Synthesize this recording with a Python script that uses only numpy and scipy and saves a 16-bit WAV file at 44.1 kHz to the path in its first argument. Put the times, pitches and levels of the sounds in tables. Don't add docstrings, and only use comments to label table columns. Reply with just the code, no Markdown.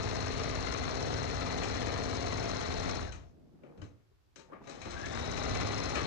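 import sys
import numpy as np
from scipy import signal
from scipy.fft import rfft, irfft, next_fast_len
from scipy.io import wavfile
from scipy.ndimage import uniform_filter1d, map_coordinates

SR = 44100
rng = np.random.default_rng(int(sys.argv[2]) if len(sys.argv) > 2 else 0)


def transcribe(signal):
    frames = np.atleast_2d(signal).T
    limited = np.clip(frames, -1, 1)
    pcm = np.round(limited * 32767).astype(np.int16)
    wavfile.write(sys.argv[1], SR, pcm)


def rack_gain(trim_db):
    fader = np.asarray(trim_db, float)
    return 10 ** (fader / 20)


N = 267246


def unit(x):
    return x / np.sqrt(np.mean(x ** 2) + 1e-20)


def along(points, hz):
    f, v = np.transpose(points)
    return np.interp(np.log(hz + 1), np.log(f + 1), v)


def wobble(rate_hz):
    knots = rng.standard_normal(int(N * rate_hz / SR) + 4)
    return map_coordinates(knots, [np.arange(N) * rate_hz / SR])


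def filtered(x, response):
    m = next_fast_len(N + SR // 2)
    return irfft(rfft(x, m) * response(np.fft.rfftfreq(m, 1 / SR)), m)[..., :N]


def lowpassed_noise(corner_hz, power, shape=N):
    return filtered(rng.standard_normal(shape), lambda hz: 1 / (1 + (hz / corner_hz) ** power))


def noise(spectrum, grain_db):
    grains = rng.standard_normal(N) * rack_gain(grain_db * wobble(400))
    return unit(filtered(grains, lambda hz: rack_gain(along(spectrum, hz))))


def pair(spectrum, shared, grain_db):
    a, b = noise(spectrum, grain_db), noise(spectrum, grain_db)
    u = np.arccos(np.clip(shared, -1, 1)) / 2
    return np.array([np.cos(u) * a + np.sin(u) * b, np.cos(u) * a - np.sin(u) * b])


# (frequency [Hz], density [dB per Hz])
HISS_SPECTRUM = [(180, -32), (300, -4.5), (600, -16.5), (1060, -15.5), (2640, -21.5), (5000, -23.5),
                 (7700, -30), (9000, -37), (10500, -33), (14400, -34)]
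HISS_DB = -77


def hiss():
    return rack_gain(HISS_DB) * pair(HISS_SPECTRUM, .05, 0)


# (frequency [Hz], density [dB per Hz])
DRAG_SPECTRUM = [(80, -21), (140, 3), (200, -0.5), (300, -2.5), (450, -9.5), (650, -13), (900, -29),
                 (1200, -56)]
# (frequency [Hz], density [dB per Hz])
RUSTLE_SPECTRUM = [(470, -9), (800, -1.5), (1020, -6), (1480, -12), (2210, -21), (7000, -47), (9100, -66),
                   (15400, -120)]
# (start [s], hold [s], fade [dB/s], drag level [dB], rustle level [dB])
HAND_STROKES = [
    (3.1, .14, 150, -56, -72),
    (3.3, 0.26, 100, -61.5, -76),
    (3.658, 0.16, 110, -56.5, -63),
    (3.85, .01, 150, -54, -76),
    (4.38, .005, 600, -58, -79),
    (4.4, .08, 300, -68, -81),
    (4.524, .04, 300, -61, -53),
    (4.622, .003, 500, -49.5, -55),
    (4.694, .01, 116, -51.5, -57),
    (4.872, 0.0028, 700, -41, -42.5),
]
REST_DRAG_DB, REST_RUSTLE_DB = -83.5, -92


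def cloth():
    t = np.arange(N) / SR
    drag, rustle = rack_gain(REST_DRAG_DB), rack_gain(REST_RUSTLE_DB)
    for s, hold_s, fade, drag_db, rustle_db in HAND_STROKES:
        outside_s = np.clip(s - t, 0, None) + np.clip(t - s - hold_s, 0, None)
        stroke = rack_gain(-fade * outside_s)
        drag = np.hypot(drag, rack_gain(drag_db) * stroke)
        rustle = np.hypot(rustle, rack_gain(rustle_db) * stroke)
    friction = drag * rack_gain(2.0 * wobble(25.09)) * pair(DRAG_SPECTRUM, 0.066, 0.59)
    return friction + rustle * rack_gain(-5.0) * pair(RUSTLE_SPECTRUM, .15, 3.2)


# (frequency [Hz], density [dB per Hz])
RUMBLE_SPECTRUM = [(12, -40), (22, -21), (35, -9), (65, -1.5), (80, -2.5), (100, -5), (115, -6), (160, -23),
                   (250, -80)]
RUMBLE_DB, RUMBLE_REST_DB, RUMBLE_POWER = -41.5, -70, 2.75
RUMBLE_RING_S = 0.073


def table(pace):
    force, keep = pace ** RUMBLE_POWER, np.exp(-1 / (RUMBLE_RING_S * SR))
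    sway = np.maximum(force, signal.lfilter([1 - keep], [1, -keep], force))
    shake = rack_gain(RUMBLE_REST_DB) + rack_gain(RUMBLE_DB + 0.41 * wobble(2.3)) * sway
    rumble = shake * pair(RUMBLE_SPECTRUM, 0.65, 0)
    port_phase = np.array([[-.55], [.55]])
    return filtered(rumble, lambda hz: np.exp(1j * port_phase) * (hz > 0))


# (frequency [Hz], t60 [s])
ROOM_T60 = [(200, 0.51), (2000, 0.25), (8000, 0.11)]


def tail(seconds, scale):
    hz, t, z = signal.stft(rng.standard_normal(round(seconds * SR)), SR, nperseg=256)
    decay = rack_gain(-60 * t / (scale * along(ROOM_T60, hz))[:, None])
    echo = signal.istft(z * decay, SR, nperseg=256)[1]
    return echo / np.linalg.norm(echo)


# (time [s], frequency [Hz], level [dB], t60 [s])
PART_RINGS = [(3.635, 2830, -62, .04), (3.7, 478, -50, 0.39), (3.791, 91, -45, 0.14),
              (3.816, 3020, -50, 0.05), (3.817, 5100, -58, .06), (3.818, 1126, -51, 0.13),
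              (3.819, 1533, -49.5, 0.11), (3.82, 1910, -55, 0.09), (3.826, 111, -36.5, .11),
              (3.83, 297, -36.5, 0.09), (4.114, 1120, -73, .12), (4.115, 415, -62, .12),
              (4.04, 377, -74, .4), (4.389, 905, -61, 0.6), (4.522, 1100, -40, 0.069),
              (4.53, 1186, -39.5, 0.068), (4.5, 483, -48.5, .12), (4.613, 300, -57, 0.069),
              (4.68, 556, -45, 0.22), (4.815, 2290, -48, .08), (4.86, 340, -36, 0.059)]


def rings():
    out, t = np.zeros(N + SR), np.arange(SR // 2) / SR
    for s, hz, db, t60 in PART_RINGS:
        flutter = np.cumsum(.0009 * np.sqrt(hz) * rng.standard_normal(len(t)))
        envelope = rack_gain(db - 60 * t / t60) * (1 - np.exp(-t / 0.00052))
        out[round(s * SR):][:len(t)] += envelope * np.sin(2 * np.pi * hz * t + flutter)
    return out


# (frequency [Hz], width [Hz], level [dB])
CASE_MODES = [(1200, 200, 0), (1650, 200, -6), (2450, 250, -14), (3050, 150, -8), (4000, 250, -3),
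              (5300, 150, -6), (6250, 200, -3), (7700, 200, -12)]


def case(f):
    return .7 + sum(rack_gain(.5 * db) * 1j * f * w / (c * c - f * f + 1j * f * w) for c, w, db in CASE_MODES)


# (time [s], peak [dB], thump [dB], bright [dB])
PART_CLACKS = [(1.633, -29, -6.5, -4.5), (1.868, -28.5, -6, -28), (3.121, -39, -19, -4),
               (3.634, -51, 5, -20), (3.775, -55.5, -6, -10), (3.816, -45.5, -3, -7.5), (3.84, -65, 8, 4),
               (3.998, -69, 2, -30), (4.358, -44, -9, -2), (4.393, -48.5, -2, -3.5), (4.522, -48, 4, -39),
               (4.532, -42, -4, -35), (4.586, -54, -10, -35), (4.639, -52, -8, -7),
               (4.671, -41.5, -6, -6.5), (4.694, -45, -1, 3.5), (4.749, -46, 2, -6),
               (4.815, -38.5, -14, -5), (4.832, -52, -14, -12), (4.854, -39, -5, -8),
               (4.906, -40, -10, 0.5), (4.934, -44, -2, -15), (5.057, -40.5, -4, 0), (5.152, -35, -17, -7),
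               (5.163, -39, -12, -19), (5.953, -25, -5.5, -11), (5.971, -24.5, -17, -17)]
CLACK_RISE_S, CLACK_T60_S = 0.0012, 0.29


def clacks():
    thumps, rattles, t = np.zeros(N + SR), np.zeros(N + SR), np.arange(SR // 2) / SR
    fade = rack_gain(-60 * t / CLACK_T60_S) * (1 - np.exp(-t / CLACK_RISE_S))
    fade = fade * (0.85 + 2.0 * rack_gain(-60 * t / 0.02))

    def burst(order, edges_hz):
        band = signal.butter(order, edges_hz, "bandpass", fs=SR, output="sos")
        return signal.sosfilt(band, fade * rng.standard_normal(len(t)))

    for s, db, thump_db, bright_db in PART_CLACKS:
        dull = np.clip(1 + bright_db / 110, .4, 1)
        low = burst(4, (220, 600))
        mid = burst(3, (900, 3300 * dull))
        high = burst(4, (3500, 7500))
        thumps[round(s * SR):][:len(t)] += rack_gain(db + thump_db + 15.5) * low
        rattles[round(s * SR):][:len(t)] += rack_gain(db) * (rack_gain(0.5) * mid + rack_gain(bright_db - 0.5) * high)
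    thump = (thumps + rings())[:N]
    rattle = filtered(rattles[:N], case)
    echo = signal.fftconvolve(rack_gain(-13) * thump + rack_gain(-7) * rattle, tail(.5, 1))[:N]
    return thump + rattle + echo


FULL_SPEED = 17.491
CREEP_TURNS = .167
BRAKE_S, BRAKING = 3.01, 50
RESTART_S, SPIN_UP_S = 4.664, .22


def shaft():
    t = np.arange(N) / SR
    halt_s = BRAKE_S + FULL_SPEED / BRAKING
    first = np.clip(BRAKING * (halt_s - t), 0, FULL_SPEED)
    creep = CREEP_TURNS / (RESTART_S - halt_s) * (t > halt_s) * (t < RESTART_S)
    return first + creep + FULL_SPEED * (1 - np.exp(-np.clip(t - RESTART_S, 0, None) / SPIN_UP_S))


# (time [s], level re full running [dB])
DRIVE_EFFORT = [(0, 0), (1.16, 0), (2.82, 0), (2.9, 1), (3.04, -4.5), (3.17, -23), (3.25, -27), (3.36, -50),
                (3.42, -67), (4.58, -72), (4.62, -31), (4.704, -12), (4.838, -14), (4.896, -8.5),
                (5.054, -5), (5.152, -2.5), (5.554, 2), (6.06, 0)]


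def effort():
    s, db = np.transpose(DRIVE_EFFORT)
    return np.interp(np.arange(N) / SR, s, db)


def rough_band(cycles, width_hz):
    slow = lowpassed_noise(width_hz, 2, (2, N))
    return unit(slow[0] * np.cos(2 * np.pi * cycles) + slow[1] * np.sin(2 * np.pi * cycles))


UPPER_ORDER, LOWER_ORDER = 239, 119
WHINE_DB, WHINE_HZ, WHINE_WIDTH_HZ = -47, 4040, 470
SING_DB, SING_HZ, SING_WIDTH_HZ, SING_REST_DB = -39.5, 1615, 179, -67
HUM_DB, HUM_HZ, HUM_PACE, HUM_SPREAD = -45.5, 4080, .6, .105
COAST_SHIFT, COAST_DB = 0.19, -7


def motor(turn, pace, effort_db):
    coasting = uniform_filter1d(1. * (np.gradient(pace) < 0), size=1500)
    lower, lower_hz = LOWER_ORDER * turn, LOWER_ORDER * FULL_SPEED * pace
    whine_level = rack_gain(WHINE_DB + 0.63 * wobble(75) + .3 * effort_db)
    opening = 1 / (1 + ((2 * lower_hz - WHINE_HZ) / WHINE_WIDTH_HZ) ** 4)
    whine = whine_level * opening * rough_band(UPPER_ORDER * turn, 200)
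    passing = np.exp(-.5 * ((lower_hz - SING_HZ) / SING_WIDTH_HZ) ** 2)
    swell = rack_gain(SING_REST_DB) + rack_gain(SING_DB + 2.7 * wobble(30)) * passing
    sing = swell * (.4 * np.sin(2 * np.pi * lower) + .9 * rough_band(lower, 60))
    near = np.exp(-.5 * ((pace - HUM_PACE - COAST_SHIFT * coasting) / HUM_SPREAD) ** 2)
    hum = rack_gain(HUM_DB) * near * rough_band(HUM_HZ * np.arange(N) / SR, 170)
    return rack_gain(COAST_DB * coasting) * (whine + rack_gain(.95 * effort_db) * sing) + rack_gain(0.86 * effort_db) * hum


def bump(turn, centre, width):
    return np.exp(-.5 * (((turn - centre + .5) % 1 - .5) / width) ** 2)


# (shaft angle [turns], level [dB])
SHAFT_KNOCKS = [
    (.37, -4),
    (.8, -6),
    (0.0501, -5.5),
]


def blows(turn):
    return sum(rack_gain(db) * bump(turn, angle, 0.03) for angle, db in SHAFT_KNOCKS)


SHAFT_ORDERS = [-50, -46, -62, -47, -57, -49, -51, -55, -56, -53, -45, -53, -52, -54, -70, -53, -54, -58,
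                -51, -50, -55, -52, -50, -54, -60, -58, -54, -55, -66, -64, -60, -53, -65, -59, -52, -57,
                -57, -65, -66, -67, -68, -63, -61, -63, -70, -62, -62, -68, -70, -68, -72, -63, -68, -62,
                -63, -63, -62]


def orders(turn):
    angle, db = np.transpose(SHAFT_KNOCKS)
    spectrum = np.zeros(1025, complex)
    k = np.arange(len(SHAFT_ORDERS)) + 5
    knocks = (rack_gain(db) * np.exp(-2j * np.pi * k[:, None] * angle)).sum(axis=1)
    phase = np.angle(knocks) - 2.562 * np.log(k) + 0.55 * rng.standard_normal(len(k))
    spectrum[k] = rack_gain(SHAFT_ORDERS) * np.exp(1j * phase)
    return np.interp(turn % 1, np.linspace(0, 1, 2048), unit(irfft(spectrum)))


# (frequency [Hz], density [dB per Hz])
FRAME_SPECTRUM = [(90, -32), (135, -0.5), (200, -7), (260, -4), (330, -6.5), (420, -4), (560, -9),
                  (680, -3.5), (800, -7.5), (1000, -12.5), (1400, -65)]
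FRAME_DB, FRAME_GROWS = -42.5, 0.77


def frame(turn, pace, effort_db):
    hum = rack_gain(6.0) * pace ** 2 * orders(turn) * rack_gain(0.88 * wobble(4.57))
    rough = rack_gain(2.0) * noise(FRAME_SPECTRUM, 1.5) * (1 + 0.43 * blows(turn))
    return rack_gain(FRAME_DB + FRAME_GROWS * effort_db) * (hum + rough)


# (frequency [Hz], density [dB per Hz])
CLATTER_SPECTRUM = [(470, -39), (800, -17), (951, -15.5), (1040, -1), (1200, 0.5), (1630, -5), (2060, -3),
                    (3130, -12), (3720, -9), (4100, -9), (4800, -16.5), (6240, -44), (10600, -120)]
CLATTER_DB, CLATTER_GROWS = -39, 1.03


def clatter(turn, effort_db):
    swell = 1 + .45 * blows(turn) + .35 * bump(turn, .75, .1)
    return rack_gain(CLATTER_DB + CLATTER_GROWS * effort_db) * unit(noise(CLATTER_SPECTRUM, 2.2) * swell)


# (frequency [Hz], level [dB], t60 [s])
HOOK_MODES = [(5300, 0, .018), (5700, -2, .016), (6300, -5, .015), (4200, -12, .015), (7600, -17, .01)]


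def hook(turn):
    at = np.flatnonzero(np.diff(np.floor(turn)))
    kicks, t = np.zeros(N), np.arange(SR // 40) / SR
    chance = rng.standard_normal((len(at), 2))
    jittered = at + np.round(25 * chance[:, 0]).astype(int) - 110
    kicks[np.clip(jittered, 0, N - 1)] = rack_gain(1.3 * chance[:, 1])
    ring = sum(rack_gain(db - 60 * t / t60) * np.sin(2 * np.pi * hz * t) for hz, db, t60 in HOOK_MODES)
    ring = ring * (1 - np.exp(-t / .001))
    return signal.fftconvolve(kicks, ring)[:N] * (1 + .4 * unit(lowpassed_noise(500, 4)))


# (frequency [Hz], density [dB per Hz])
THREAD_SPECTRUM = [(3000, -46), (4700, -10), (5000, -5.5), (5300, 2.5), (5600, -2.5), (6300, -0.5),
                   (7000, -7), (8000, -15), (9500, -23), (10300, -27), (11000, -33), (12000, -44),
                   (14400, -73)]
THREAD_DB, THREAD_GROWS = -46.5, 1


def thread(turn, effort_db):
    pull = 1 + 1.35 * rack_gain(1.1 * wobble(12)) * bump(turn, .69, .095)
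    swish = noise(THREAD_SPECTRUM, 2.2) * pull
    return rack_gain(THREAD_DB + THREAD_GROWS * effort_db) * unit(swish + rack_gain(19.5) * hook(turn))


def machine(turn, pace, effort_db):
    return frame(turn, pace, effort_db) + clatter(turn, effort_db) + thread(turn, effort_db)


def scatter(x, every_s):
    hop = round(every_s * SR)
    out, padded = np.zeros(N + 3 * hop + SR), np.pad(x, (hop, 2 * hop))
    window = np.sin(np.pi * np.arange(2 * hop) / (2 * hop))
    for start in range(0, N + hop, hop):
        piece = signal.fftconvolve(padded[start:start + 2 * hop] * window, tail(.4, 0.91))
        out[start:][:len(piece)] += piece
    return out[hop:hop + N]


# (frequency [Hz], left minus right [dB])
PORT_SHADE = [(60, 8), (100, 3), (170, 6), (300, 11.5), (510, 4.5), (860, 5), (1470, 13.5), (2500, 13.5),
              (4270, 15.5), (7270, 12)]
# (frequency [Hz], left lead [rad])
PORT_LEAD = [(0, -.8), (100, -1.2), (150, -2), (1030, -1.5), (1290, -1.9), (1720, .5), (2070, .7),
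             (2580, 4.5), (2840, 4.1), (3190, 3.8), (3880, .6), (4390, .6), (5680, -4.9), (6800, -6.5),
             (7410, -8.5)]
# (frequency [Hz], left-right likeness [0..1])
PORT_LIKENESS = [(60, .8), (300, .92), (700, .93), (1050, .6), (2500, .15), (4500, .45), (9000, .1)]


def ports(x):
    def alike(hz):
        return np.clip(along(PORT_LIKENESS, hz), 0, 1)

    def path(hz):
        return rack_gain(-along(PORT_SHADE, hz)) * np.exp(-1j * np.interp(hz, *np.transpose(PORT_LEAD)))

    direct = filtered(x, lambda hz: alike(hz) * path(hz))
    diffuse = filtered(scatter(x, every_s=.25), lambda hz: np.sqrt(1 - alike(hz) ** 2) * path(hz))
    return np.array([x, direct + diffuse])


FIRST_TURN = .035


def scene():
    speed = shaft()
    turn, pace = FIRST_TURN + np.cumsum(speed) / SR, speed / FULL_SPEED
    effort_db = effort()
    running = machine(turn, pace, effort_db) + motor(turn, pace, effort_db)
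    return ports(running + clacks()) + table(pace) + cloth() + hiss()


def band_limit(x):
    return signal.sosfilt(signal.butter(12, 14450, fs=SR, output="sos"), x)


def record(dry):
    return band_limit(dry)


dry = scene()
out = record(dry)
transcribe(out)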